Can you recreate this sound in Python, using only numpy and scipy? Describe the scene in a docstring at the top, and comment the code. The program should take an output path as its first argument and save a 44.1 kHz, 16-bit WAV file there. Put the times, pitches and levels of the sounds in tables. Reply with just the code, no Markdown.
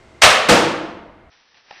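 """A bare basement ice hockey rink, with ventilation running. A stick sweeps the puck over a plastic
shooting pad and cracks down on it; a quarter second later the puck booms into the far boards.
Pad and boards ring, the hard room rings on, and both hits overload the microphone.
Then a cut to a quiet, duller close-up: fingers rustle on a plastic handset and make its case click."""
import sys
import numpy as np
from scipy import signal
from scipy.fft import rfft, irfft
from scipy.io import wavfile

SR = 44100
rng = np.random.default_rng(int(sys.argv[2]) if len(sys.argv) > 2 else 0)


def master(y):
    """Save y as 16-bit WAV."""
    cut = np.clip(np.atleast_2d(y).T, -1, 1)
    pcm = np.round(cut * 32767)  # scale
    wavfile.write(sys.argv[1], SR, pcm.astype(np.int16))


N = 79380

# ventilation bed: freq_hz, density_db
AIR_COLOUR = [(25, -6.5), (85, 1), (200, -11.5), (350, -9.5), (650, -13), (1100, -15), (2100, -20),
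              (4000, -33), (8000, -49), (14000, -52.5)]
# fan whine: pitch_hz, level_db
FAN_PARTIALS = [(353, -57.5), (648, -59), (2115, -63.5)]
# reverb time of the room: freq_hz, t60_s
ROOM_DECAY = [(60, .7), (150, 1.1), (300, 1.05), (700, 1.0), (1500, .9), (3000, .78), (5500, .62),
              (9000, 0.42), (14000, .45)]
# level ride of the finger rustle: time_s, level_db
RUSTLE_RIDE = [(1.30, -55.5), (1.325, -50), (1.37, -51.5), (1.45, -53.5), (1.535, -53.5), (1.578, -48),
               (1.63, -53.5), (1.68, -50.5), (1.705, -47.5), (1.735, -43.5), (1.8, -43.5)]
# rustle under a light and a firm grip: freq_hz, density_db
SOFT_GRIP_COLOUR = [(30, -7), (200, -7.5), (500, -4), (1300, -1.5), (2500, -4), (4000, -4.5), (6000, -4.5)]
FIRM_GRIP_COLOUR = [(30, -12), (200, -7), (520, -6.5), (780, 1.5), (1050, -3), (1500, -1), (1800, 7),
                    (2150, 1.5), (2500, 3), (3100, -0.5), (4500, -3.5), (6000, -5.5)]
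# handset clicks: start_s, level_db, knock_share
CASE_CLICKS = [(1.545, -38.5, 0.06), (1.552, -42, 0), (1.7089, -33, 0.68), (1.711, -31.5, 0.92),
               (1.727, -38.5, 0.6)]
# ring of the handset case, the pad and the boards: pitch_hz, relative_db, t60_s
CASE_RING = [(450, -14, 0.0086), (778, 8, 0.023), (1290, -7, 0.028), (2680, -8.5, 0.011)]
PAD_RING = [(601, 0.5, 0.83), (762, -2, 0.66), (1141, 3, 0.49), (1136, 3, .55), (1296, -4, .5),
            (1686, -0.5, 0.38), (1775, -1, 0.83), (2163, -4, 0.66), (2230, -3.5, 0.19), (2410, -1, .45),
            (2643, -6.5, 0.74), (2900, -0.5, .4), (3757, -1.5, 0.51), (5220, -5.5, .35)]
BOARD_RING = [(196, 3, 0.2), (224, -5, .45), (319, -4, 0.86), (354, -11.5, 1.1), (478, -7, 0.29),
              (486, 4, 0.72), (696, -6.5, 0.88), (915, -8.5, 1.2)]
# tone of the puck's slide, panel thud, stick crack and board boom: freq_hz, density_db
SLIDE_COLOUR = [(30, -9), (350, 3.5), (650, -0.5), (1100, -5), (1850, -7.5), (2100, 0.5), (2300, -7),
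                (4000, -12.5), (8000, -19), (14000, -37)]
THUD_COLOUR = [(25, -9), (85, -1), (130, -5), (300, -20), (1000, -51), (15000, -82.5)]
CRACK_COLOUR = [(30, -25), (85, -19.5), (150, -17), (210, -12.5), (330, -15.5), (450, -5), (650, 1.5),
                (900, -5), (1150, 1), (1450, -3.5), (2700, -2.5), (3600, -6.5), (5500, -11), (9500, -17),
                (15000, -26)]
BOOM_COLOUR = [(30, -32), (70, -10.5), (130, -9.5), (205, -2.5), (270, -5), (325, 3.5), (400, -7),
               (500, -0.5), (800, -4), (1300, -5), (2000, -9), (2900, -9.5), (4000, -13), (6500, -16),
               (9500, -21.5), (15000, -28.5)]
# blows of stick on pad and puck, then of puck on boards: start_s, relative_db, low_cut_hz
STICK_BLOWS = [(.2160, -21.5, 609.5), (.2198, -3.5, 897), (.2345, 0.5, 60)]
PUCK_BLOWS = [(.4875, -0.5, 151.3), (.4945, 1, 50)]

CRACK_S = STICK_BLOWS[1][0]  # the blade's first hard blow
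SWELL_S, FIRST_ECHOES_S = 0.0029, 0.034
CUT_S, CUT_FADE_S = 1.30, 0.0067


def amp(db):
    """Decibels to gain."""
    return 10 ** (np.asarray(db) / 20)


def read(points, hz):
    """Reads a table on a log-frequency axis."""
    freqs, values = np.transpose(points)
    return np.interp(np.log(hz + 1), np.log(freqs + 1), values)


def fade(t, t60_s):
    """Falls by 60 dB in t60_s."""
    return np.exp(-np.log(1000) * t / t60_s)


def sine(t, hz):
    """A tone with a random starting phase."""
    return np.sin(2 * np.pi * (hz * t + rng.random()))


def add(mix, start_s, sound):
    """Lays a sound into the mix."""
    part = mix[round(start_s * SR):][:len(sound)]
    part += sound[:len(part)]


def colour(x, curve, size=4096):
    """Minimum-phase EQ, scaled to unit power gain."""
    gain = amp(read(curve, abs(np.fft.fftfreq(size, 1 / SR))))
    gain /= np.sqrt(np.mean(gain ** 2))
    response = np.exp(np.conj(signal.hilbert(np.log(gain))))
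    taps = np.fft.ifft(response).real[:size // 2]
    return signal.fftconvolve(x, taps)[:len(x)]


def low_pass(x, hz):
    """Steep high cut."""
    return signal.fftconvolve(x, signal.firwin(401, hz, window=("kaiser", 8), fs=SR), "same")


def ventilation(t, air_db=-50.5):
    """A steady bed of moving air with faint fan tones."""
    fan = sum(amp(db) * sine(t, hz) for hz, db in FAN_PARTIALS)
    return amp(air_db) * colour(rng.standard_normal(N), AIR_COLOUR) + fan


def handset(t, knock_rise_s=0.00047, tick_t60_s=0.0075):
    """Fingers slide on the plastic case, more resonant as they press harder, and make it click."""
    level_db = np.interp(t, *np.transpose(RUSTLE_RIDE))
    grip = (level_db - level_db.min()) / np.ptp(level_db)
    soft = colour(rng.standard_normal(N), SOFT_GRIP_COLOUR)
    firm = colour(rng.standard_normal(N), FIRM_GRIP_COLOUR)
    handling = amp(level_db) * (np.sqrt(1 - grip) * soft + np.sqrt(grip) * firm)
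    age = t[:SR // 10]
    knock = sum(amp(db) * fade(age, t60) * np.sin(2 * np.pi * hz * age) for hz, db, t60 in CASE_RING)
    knock *= 1 - np.exp(-age / knock_rise_s)
    for start_s, db, knock_share in CASE_CLICKS:
        tick = colour(rng.standard_normal(len(age)) * fade(age, tick_t60_s), FIRM_GRIP_COLOUR)
        add(handling, start_s, amp(db) * (tick + knock_share * knock))
    return low_pass(handling, hz=6050)


def puck_sweep(t, level_db=-53.5):
    """The blade slides the puck over the pad, plastic on plastic, until it strikes."""
    return amp(level_db) * (t < CRACK_S) * colour(rng.standard_normal(N), SLIDE_COLOUR)


def room_tail(t, bands=16):
    """Diffuse echoes swell quickly, each band dying at its own speed."""
    hz, centres = np.fft.rfftfreq(N, 1 / SR), np.geomspace(50, 15000, bands)
    noise_spectrum, tail = rfft(rng.standard_normal(N)), np.zeros(N)
    for centre, solo in zip(centres, np.eye(bands)):
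        band_gain = read(list(zip(centres, solo)), hz)
        tail += irfft(noise_spectrum * band_gain, N) * fade(t, read(ROOM_DECAY, centre))
    return tail * (1 - np.exp(-t / SWELL_S))


def slap_back(t, delay_s=0.084, level_db=-15.5, t60_s=0.22):
    """The far wall throws the stick's crack back, smeared into a burst of noise."""
    echo = np.zeros(N)
    add(echo, CRACK_S + delay_s, amp(level_db) * rng.standard_normal(N) * fade(t, t60_s))
    return colour(echo, CRACK_COLOUR)


def panel_thud(t, start_s, level_db, t60_s):
    """Low-end weight: the struck panel flexes once and pushes air."""
    thud = np.zeros(N)
    add(thud, start_s, amp(level_db) * colour(rng.standard_normal(N) * fade(t, t60_s), THUD_COLOUR))
    return thud


def impact(t, blows, curve, modes, crack_db, crack_t60_s, echo_db, room_db, ring_db, echoes=10):
    """Each blow gives a crack, first wall echoes and a room tail; the panel rings from the last blow."""
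    hits, ring = np.zeros(N), np.zeros(N)
    for start_s, db, low_cut_hz in blows:
        crack = amp(crack_db) * rng.standard_normal(N) * fade(t, crack_t60_s)
        echo_at = (rng.random(echoes) * FIRST_ECHOES_S * SR).astype(int)
        crack[echo_at] += amp(echo_db) * rng.choice([-1, 1], echoes)
        blow = amp(db) * (crack + amp(room_db) * room_tail(t))
        low_cut = signal.butter(2, low_cut_hz, "high", fs=SR)
        add(hits, start_s, signal.lfilter(*low_cut, blow))
    tones = sum(amp(db) * fade(t, t60) * sine(t, hz) for hz, db, t60 in modes)
    add(ring, blows[-1][0], amp(ring_db) * tones * (1 - np.exp(-t / SWELL_S)))
    return colour(hits, curve) + ring


def puck_on_boards(t):
    """The deep boom of the puck slamming into the wall panel."""
    boom = impact(t, PUCK_BLOWS, BOOM_COLOUR, BOARD_RING,
                  crack_db=-7.5, crack_t60_s=0.06, echo_db=-9.5, room_db=-10, ring_db=-16)
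    return boom + panel_thud(t, PUCK_BLOWS[-1][0], level_db=-22.5, t60_s=0.28)


def stick_shot(t):
    """The bright slap of the blade on pad and puck."""
    slap = impact(t, STICK_BLOWS, CRACK_COLOUR, PAD_RING,
                  crack_db=0, crack_t60_s=0.13, echo_db=8.5, room_db=-6.5, ring_db=-18)
    return slap + slap_back(t) + panel_thud(t, STICK_BLOWS[-1][0], level_db=-21.5, t60_s=0.24)


def scene():
    """The rink, then a quick cut to the handset."""
    t = np.arange(N) / SR
    rink = puck_sweep(t) + stick_shot(t) + puck_on_boards(t) + ventilation(t)
    crossfade = np.clip((t - CUT_S) / CUT_FADE_S + 0.5, 0, 1)
    return ((1 - crossfade) * rink + crossfade * handset(t))[None]


def record(dry):
    """The microphone overloads on both hits; the top octave is shelved down and band-limited."""
    ceiling, knee, shelf_db = 0.93, 7, -8.5
    clipped = dry[0] / (1 + abs(dry[0] / ceiling) ** knee) ** (1 / knee)
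    body = low_pass(clipped, hz=9890)
    treble = clipped - body
    return low_pass(body + amp(shelf_db) * treble, hz=15300)[None]


dry = scene()
out = record(dry)
master(out)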